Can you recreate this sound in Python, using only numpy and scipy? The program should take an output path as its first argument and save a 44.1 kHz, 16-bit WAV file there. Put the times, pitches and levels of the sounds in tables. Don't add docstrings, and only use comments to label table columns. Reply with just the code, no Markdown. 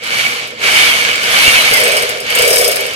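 import sys
import numpy as np
from scipy import signal
from scipy.fft import rfft, irfft, next_fast_len
from scipy.io import wavfile
from scipy.ndimage import uniform_filter1d, map_coordinates

SR = 44100
rng = np.random.default_rng(int(sys.argv[2]) if len(sys.argv) > 2 else 0)


def to_wav(sig):
    pcm = np.clip(np.atleast_2d(sig), -1, 1) * 32767
    pcm = np.round(pcm).astype(np.int16)
    wavfile.write(sys.argv[1], SR, pcm.T)


def invert_db(level):
    return 10 ** (np.asarray(level, dtype=float) / 20)


N = 130095
T = np.arange(N) / SR


def unit(x):
    return x / np.sqrt(np.mean(x ** 2) + 1e-20)


def along(points, hz):
    point_hz, value = np.transpose(points)
    return np.interp(np.log(hz + 1), np.log(point_hz + 1), value)


def curves(rows):
    time_s, *columns = np.transpose(rows)
    return [np.interp(T, time_s, column) for column in columns]


def wobble(rate):
    return map_coordinates(rng.standard_normal(2000), [T * rate % 1990])


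def filtered(x, response):
    size = next_fast_len(N + SR // 2)
    return irfft(rfft(x, size) * response(np.fft.rfftfreq(size, 1 / SR)), size)[..., :N]


# frequency_hz, likeness (1 = identical)
LIKENESS = [(60, 1), (300, 1), (700, 0.68), (2000, 0.51), (4000, 0.27), (8000, 0.14), (15000, 0.34)]


def spread(pair, db_at):
    def mid_side_gains(hz):
        angle = np.arccos(np.clip(along(LIKENESS, hz), 0, 1)) / 2
        return invert_db(db_at(hz)) * [np.cos(angle), np.sin(angle)]

    mid, side = filtered(pair, mid_side_gains)
    return unit(np.array([mid + side, mid - side]))


# frequency_hz, t60_s
ROOM_DECAY = [(200, 0.76), (2000, 0.31), (10000, 0.13)]
ROOM_DB = -3


def room(x):
    hz, t, z = signal.stft(rng.standard_normal((2, SR // 2)), SR, nperseg=256)
    decay = invert_db(-60 * t / along(ROOM_DECAY, hz)[:, None])
    tail = signal.istft(z * decay, SR, nperseg=256)[1]
    tail = tail / np.linalg.norm(tail[0])
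    return x + invert_db(ROOM_DB) * signal.fftconvolve(x[None], tail, axes=1)[:, :N]


GRAINS_PER_S, GRAIN_SPREAD_DB, GRAIN_SHARE = 1500, 3.5, 0.38


def grit(patchy_db):
    grains = (rng.random((2, N)) < GRAINS_PER_S / SR) * invert_db(GRAIN_SPREAD_DB * rng.exponential(size=(2, N)))
    hiss = rng.standard_normal((2, N))
    specks = unit(grains * rng.choice([-1, 1], (2, N)))
    x = np.sqrt(1 - GRAIN_SHARE) * hiss + np.sqrt(GRAIN_SHARE) * specks
    z = signal.stft(x, nperseg=512)[2]
    patches = uniform_filter1d(rng.standard_normal(z.shape[1:]), 6, 0)
    patches = uniform_filter1d(patches, 6, 1)
    return signal.istft(z * invert_db(patchy_db * unit(patches)), nperseg=512)[1][:, :N]


# frequency_hz, relative density_db (per Hz)
HOUSING_COLOUR = [(88, -48), (150, -24), (362, -23.5), (465, -18), (627, -12.5), (875, -13.5), (1440, -7),
                  (1940, -8.5), (2260, -1), (2500, -5.5), (3000, -6), (3720, -10.5), (8000, -22),
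                  (10400, -50), (17600, -120)]
# centre_hz, width_hz, lift_db
HOUSING_RINGS = [(1770, 110, 3), (2252, 135, 4.5), (3035, 290, 3), (4520, 350, 5.5)]


def housing_db(hz):
    lifts = sum(db / (1 + (2 * (hz - centre) / width) ** 2) for centre, width, db in HOUSING_RINGS)
    return along(HOUSING_COLOUR, hz) + lifts


# time_s, roar_db, fizz_over_roar_db, drone_over_roar_db
TOOL_LEVELS = [(0.0, -39, -18, 2), (0.04, -25, -18, -9), (0.06, -24, -13, -11), (0.2, -16.5, -12.5, -16),
               (0.3, -19.5, -13.5, -17), (0.34, -21.5, -12, -10), (0.57, -34, -20, -4),
               (0.64, -15.5, -13, -12.5), (0.79, -12, -10, -19), (0.91, -14, -10.5, -16),
               (1.2, -19, -15.5, -11), (1.34, -13.5, -9, -15.5), (1.35, -12.5, -11, -27),
               (1.44, -12, -8, -17.5), (1.63, -13.5, -8.5, -13), (1.68, -12.5, -12, -19),
               (1.7, -15.5, -5.5, -19), (1.73, -13.5, -10, -6.5), (1.85, -16, -9, 2.5),
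               (1.91, -16, -13, -2.5), (1.96, -17.5, -8.5, 0), (2.23, -28.5, -14, -1),
               (2.27, -22.5, -14, -11.5), (2.4, -15, -9.5, -1.5), (2.58, -19, 0, 4.5), (2.95, -26, -13, -3)]
# frequency_hz, relative density_db (per Hz)
FIZZ_COLOUR = [(3530, -12), (6000, 0), (7710, -16.5), (8410, 0), (9630, -6.5), (10400, -3), (10900, -2.5),
               (12200, -7.5), (14400, -16), (15500, -22)]


def motor():
    roar_db, fizz_db, _ = curves(TOOL_LEVELS)
    flutter = invert_db(0.73 * wobble(11.92) + 0.61 * wobble(39.93))
    roar = spread(grit(patchy_db=1.0), housing_db) * flutter
    fizz = spread(grit(patchy_db=0.0), lambda hz: along(FIZZ_COLOUR, hz))
    fizz = fizz * invert_db(fizz_db + 0.81 * wobble(24.94))
    return invert_db(roar_db) * (invert_db(4.5) * roar + invert_db(2.0) * fizz)


# time_s, strongest_gear_tone_hz
GEAR_SPEED = [(0.0, 635.6), (0.11, 1212), (0.17, 1209), (0.21, 1495), (0.48, 1020), (0.55, 767.8),
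              (0.65, 1510), (0.78, 2337), (1.2, 1288), (1.31, 2042), (1.49, 2821), (1.75, 2089),
              (2.02, 1133), (2.15, 600.2), (2.23, 603.8), (2.38, 1783), (2.47, 2375), (2.58, 2356),
              (2.88, 1087), (2.95, 794.6)]
# multiple of the strongest tone, relative level_db (before housing and trim)
GEAR_ORDERS = [(.14, -8), (.335, -9.5), (.67, -9), (0.799, -11), (1.0, 5), (1.335, 0), (1.6, 6), (1.9, -14)]
TONE_GROWTH, TONE_WOBBLE_DB, PITCH_BLUR = 1.6, 6, 0.00404


def gears():
    speed_hz, = curves(GEAR_SPEED)
    tones = 0
    for multiple, db in GEAR_ORDERS:
        level_db = db + housing_db(multiple * speed_hz) + TONE_WOBBLE_DB * wobble(29.99)
        pitch_hz = multiple * speed_hz * (1 + PITCH_BLUR * wobble(60))
        tones = tones + invert_db(level_db) * np.sin(2 * np.pi * np.cumsum(pitch_hz) / SR)
    roar_db = curves(TOOL_LEVELS)[0]
    return room(tones * invert_db(roar_db - 6.5) * (speed_hz / speed_hz.max()) ** TONE_GROWTH)


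# start_s, hit_db (before the crack and steel trims), thud_over_hit_db (before its trim)
CLICKS_AND_BLOWS = [(0.0355, -23, -8.0), (0.474, -27, -3), (1.1563, -19.5, 1), (1.2332, -13, -6),
                    (1.736, -5, -10), (1.7694, -9, -17), (1.8005, -5, -12), (1.8378, -11, -11),
                    (1.8786, -9, -16), (1.9188, -9, -1), (1.9677, -7, -4), (2.023, -12, -9),
                    (2.0923, -12.5, -9), (2.2027, -17, 2), (2.302, -13.5, -10), (2.3522, -7, -10),
                    (2.3875, -5, 1), (2.4209, -4, -4), (2.4508, -9, 1), (2.4773, -7, -15),
                    (2.5046, -6, 5.5), (2.53, -3, -14), (2.5591, -3.5, -11), (2.5835, -4, -15),
                    (2.612, -7.5, -3), (2.6441, -5, -12), (2.678, -5, 0), (2.7154, -6.5, -6),
                    (2.7576, -8.5, -17), (2.806, -16, -12), (2.8634, -19, -12), (2.9352, -22, -8.0)]
# pitch_hz, relative level_db, t60_s
STEEL_MODES = [(5096, 2.5, 0.034), (8280, -2, 0.026), (8440, -3.6, 0.067), (9230, -9, 0.026),
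               (10500, -8.5, 0.026), (11300, -6, 0.048), (13100, -9, 0.025)]
# frequency_hz, gain_db
CRACK_COLOUR = [(1500, -42), (4000, -8), (8000, 6), (12000, -10), (15500, -2)]
REBOUND_S, REBOUND_DB = 0.003, -8.5
CRACK_DB, CRACK_T60_S, STEEL_DB = -1, 0.0086, -7


def clicks_and_blows():
    steel, crack, push = np.zeros(N + SR), np.zeros(N + SR), np.zeros(N)
    t = np.arange(SR // 10) / SR
    for start_s, hit_db, thud_db in CLICKS_AND_BLOWS:
        rebound = (REBOUND_S * rng.uniform(.8, 1.5), REBOUND_DB + rng.normal(0, 2.2))
        for late_s, less_db in ((0, 0), rebound):
            i = round((start_s + late_s) * SR)
            ring = 0
            for hz, level_db, t60_s in STEEL_MODES:
                fade = invert_db(level_db + rng.normal(0, 3) - 60 * t / t60_s)
                ring = ring + fade * np.sin(2 * np.pi * hz * rng.normal(1, 0.0057) * t)
            steel[i:i + len(t)] += invert_db(hit_db + less_db + STEEL_DB) * ring
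            burst_db = hit_db + less_db + CRACK_DB - 60 * t / CRACK_T60_S
            crack[i:i + len(t)] += invert_db(burst_db) * rng.standard_normal(len(t))
        push[round(start_s * SR)] = invert_db(hit_db + thud_db + 38.5)
    return steel[:N] + filtered(crack[:N], lambda hz: invert_db(along(CRACK_COLOUR, hz))), push


# time_s, pitch_hz, level_db (before its trim)
BIT_SQUEAL = [(2.5, 11997, -38), (2.508, 11307, -34), (2.55, 11257, -36), (2.558, 11505, -34),
              (2.604, 11613, -25.5), (2.68, 11092, -56)]


def squeal():
    hz, db = curves(BIT_SQUEAL)
    begin_s, end_s = BIT_SQUEAL[0][0], BIT_SQUEAL[-1][0]
    inside = np.clip(np.minimum(T - begin_s, end_s - T) / .02, 0, 1)
    phase = 2 * np.pi * np.cumsum(hz * (1 + 0.0063 * wobble(300))) / SR
    return inside * invert_db(db + 7.0 + 3 * wobble(80)) * np.sin(phase)


# centre_hz, width_hz, relative level_db
WALL_MODES = [(405.3, 24.4, -8), (475, 17.4, 1.1), (501.3, 20.5, -2.5), (548, 26, -5.5), (616, 25.6, -4.5),
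              (651, 45, -8), (716, 63, -13)]


def wall(push):
    def modes(f):
        total = 0
        for k, (centre, width, db) in enumerate(WALL_MODES):
            damping = 1j * f * width
            total = total + (-1) ** k * invert_db(db) * damping / (centre * centre - f * f + damping)
        return total

    roar_db, _, drone_db = curves(TOOL_LEVELS)
    drone = spread(filtered(rng.standard_normal((2, N)), modes), lambda hz: 0 * hz)
    drone_gain = invert_db(roar_db + drone_db - 0.5 + 2.25 * wobble(35))
    return drone_gain * drone + room(filtered(push, modes))


# frequency_hz, relative density_db (per Hz)
RUMBLE_COLOUR = [(12, -47), (20, -28), (139, 1.5), (173, -9), (227, 0.5), (269, -2), (350, -3.5),
                 (460, -31), (770, -120)]
RUMBLE_DB = -39.5
RUMBLE_FOLLOWS = .4


def rumble():
    roar_db = curves(TOOL_LEVELS)[0]
    low = spread(rng.standard_normal((2, N)), lambda hz: along(RUMBLE_COLOUR, hz))
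    swing_db = RUMBLE_FOLLOWS * (roar_db - roar_db.mean())
    return low * invert_db(RUMBLE_DB + swing_db + 0.69 * wobble(5.03))


def scene():
    hits, push = clicks_and_blows()
    return motor() + gears() + room(hits + squeal()) + wall(push) + rumble()


def band_limit(x):
    return signal.sosfilt(signal.butter(12, 15680, fs=SR, output="sos"), x)


# frequency_hz, left_over_right_db
MIC_BALANCE = [(60, 0.0), (110, 0.5), (200, -1), (380, -1), (700, -3), (1290, -1), (2380, -3.5),
               (4400, 0.5), (8120, 7), (15000, 12.5)]
LEFT_LAG_S = 0.0003024
CEILING_DBFS, HARDNESS = 1.1, 5.1


def record(dry):
    half = np.array([[.5], [-.5]])

    def microphones(hz):
        delay = np.exp(-2j * np.pi * hz * LEFT_LAG_S * half)
        return invert_db(half * along(MIC_BALANCE, hz)) * delay

    x = filtered(dry, microphones)
    x = x / (1 + np.abs(x / invert_db(CEILING_DBFS)) ** HARDNESS) ** (1 / HARDNESS)
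    return band_limit(x)


dry = scene()
out = record(dry)
to_wav(out)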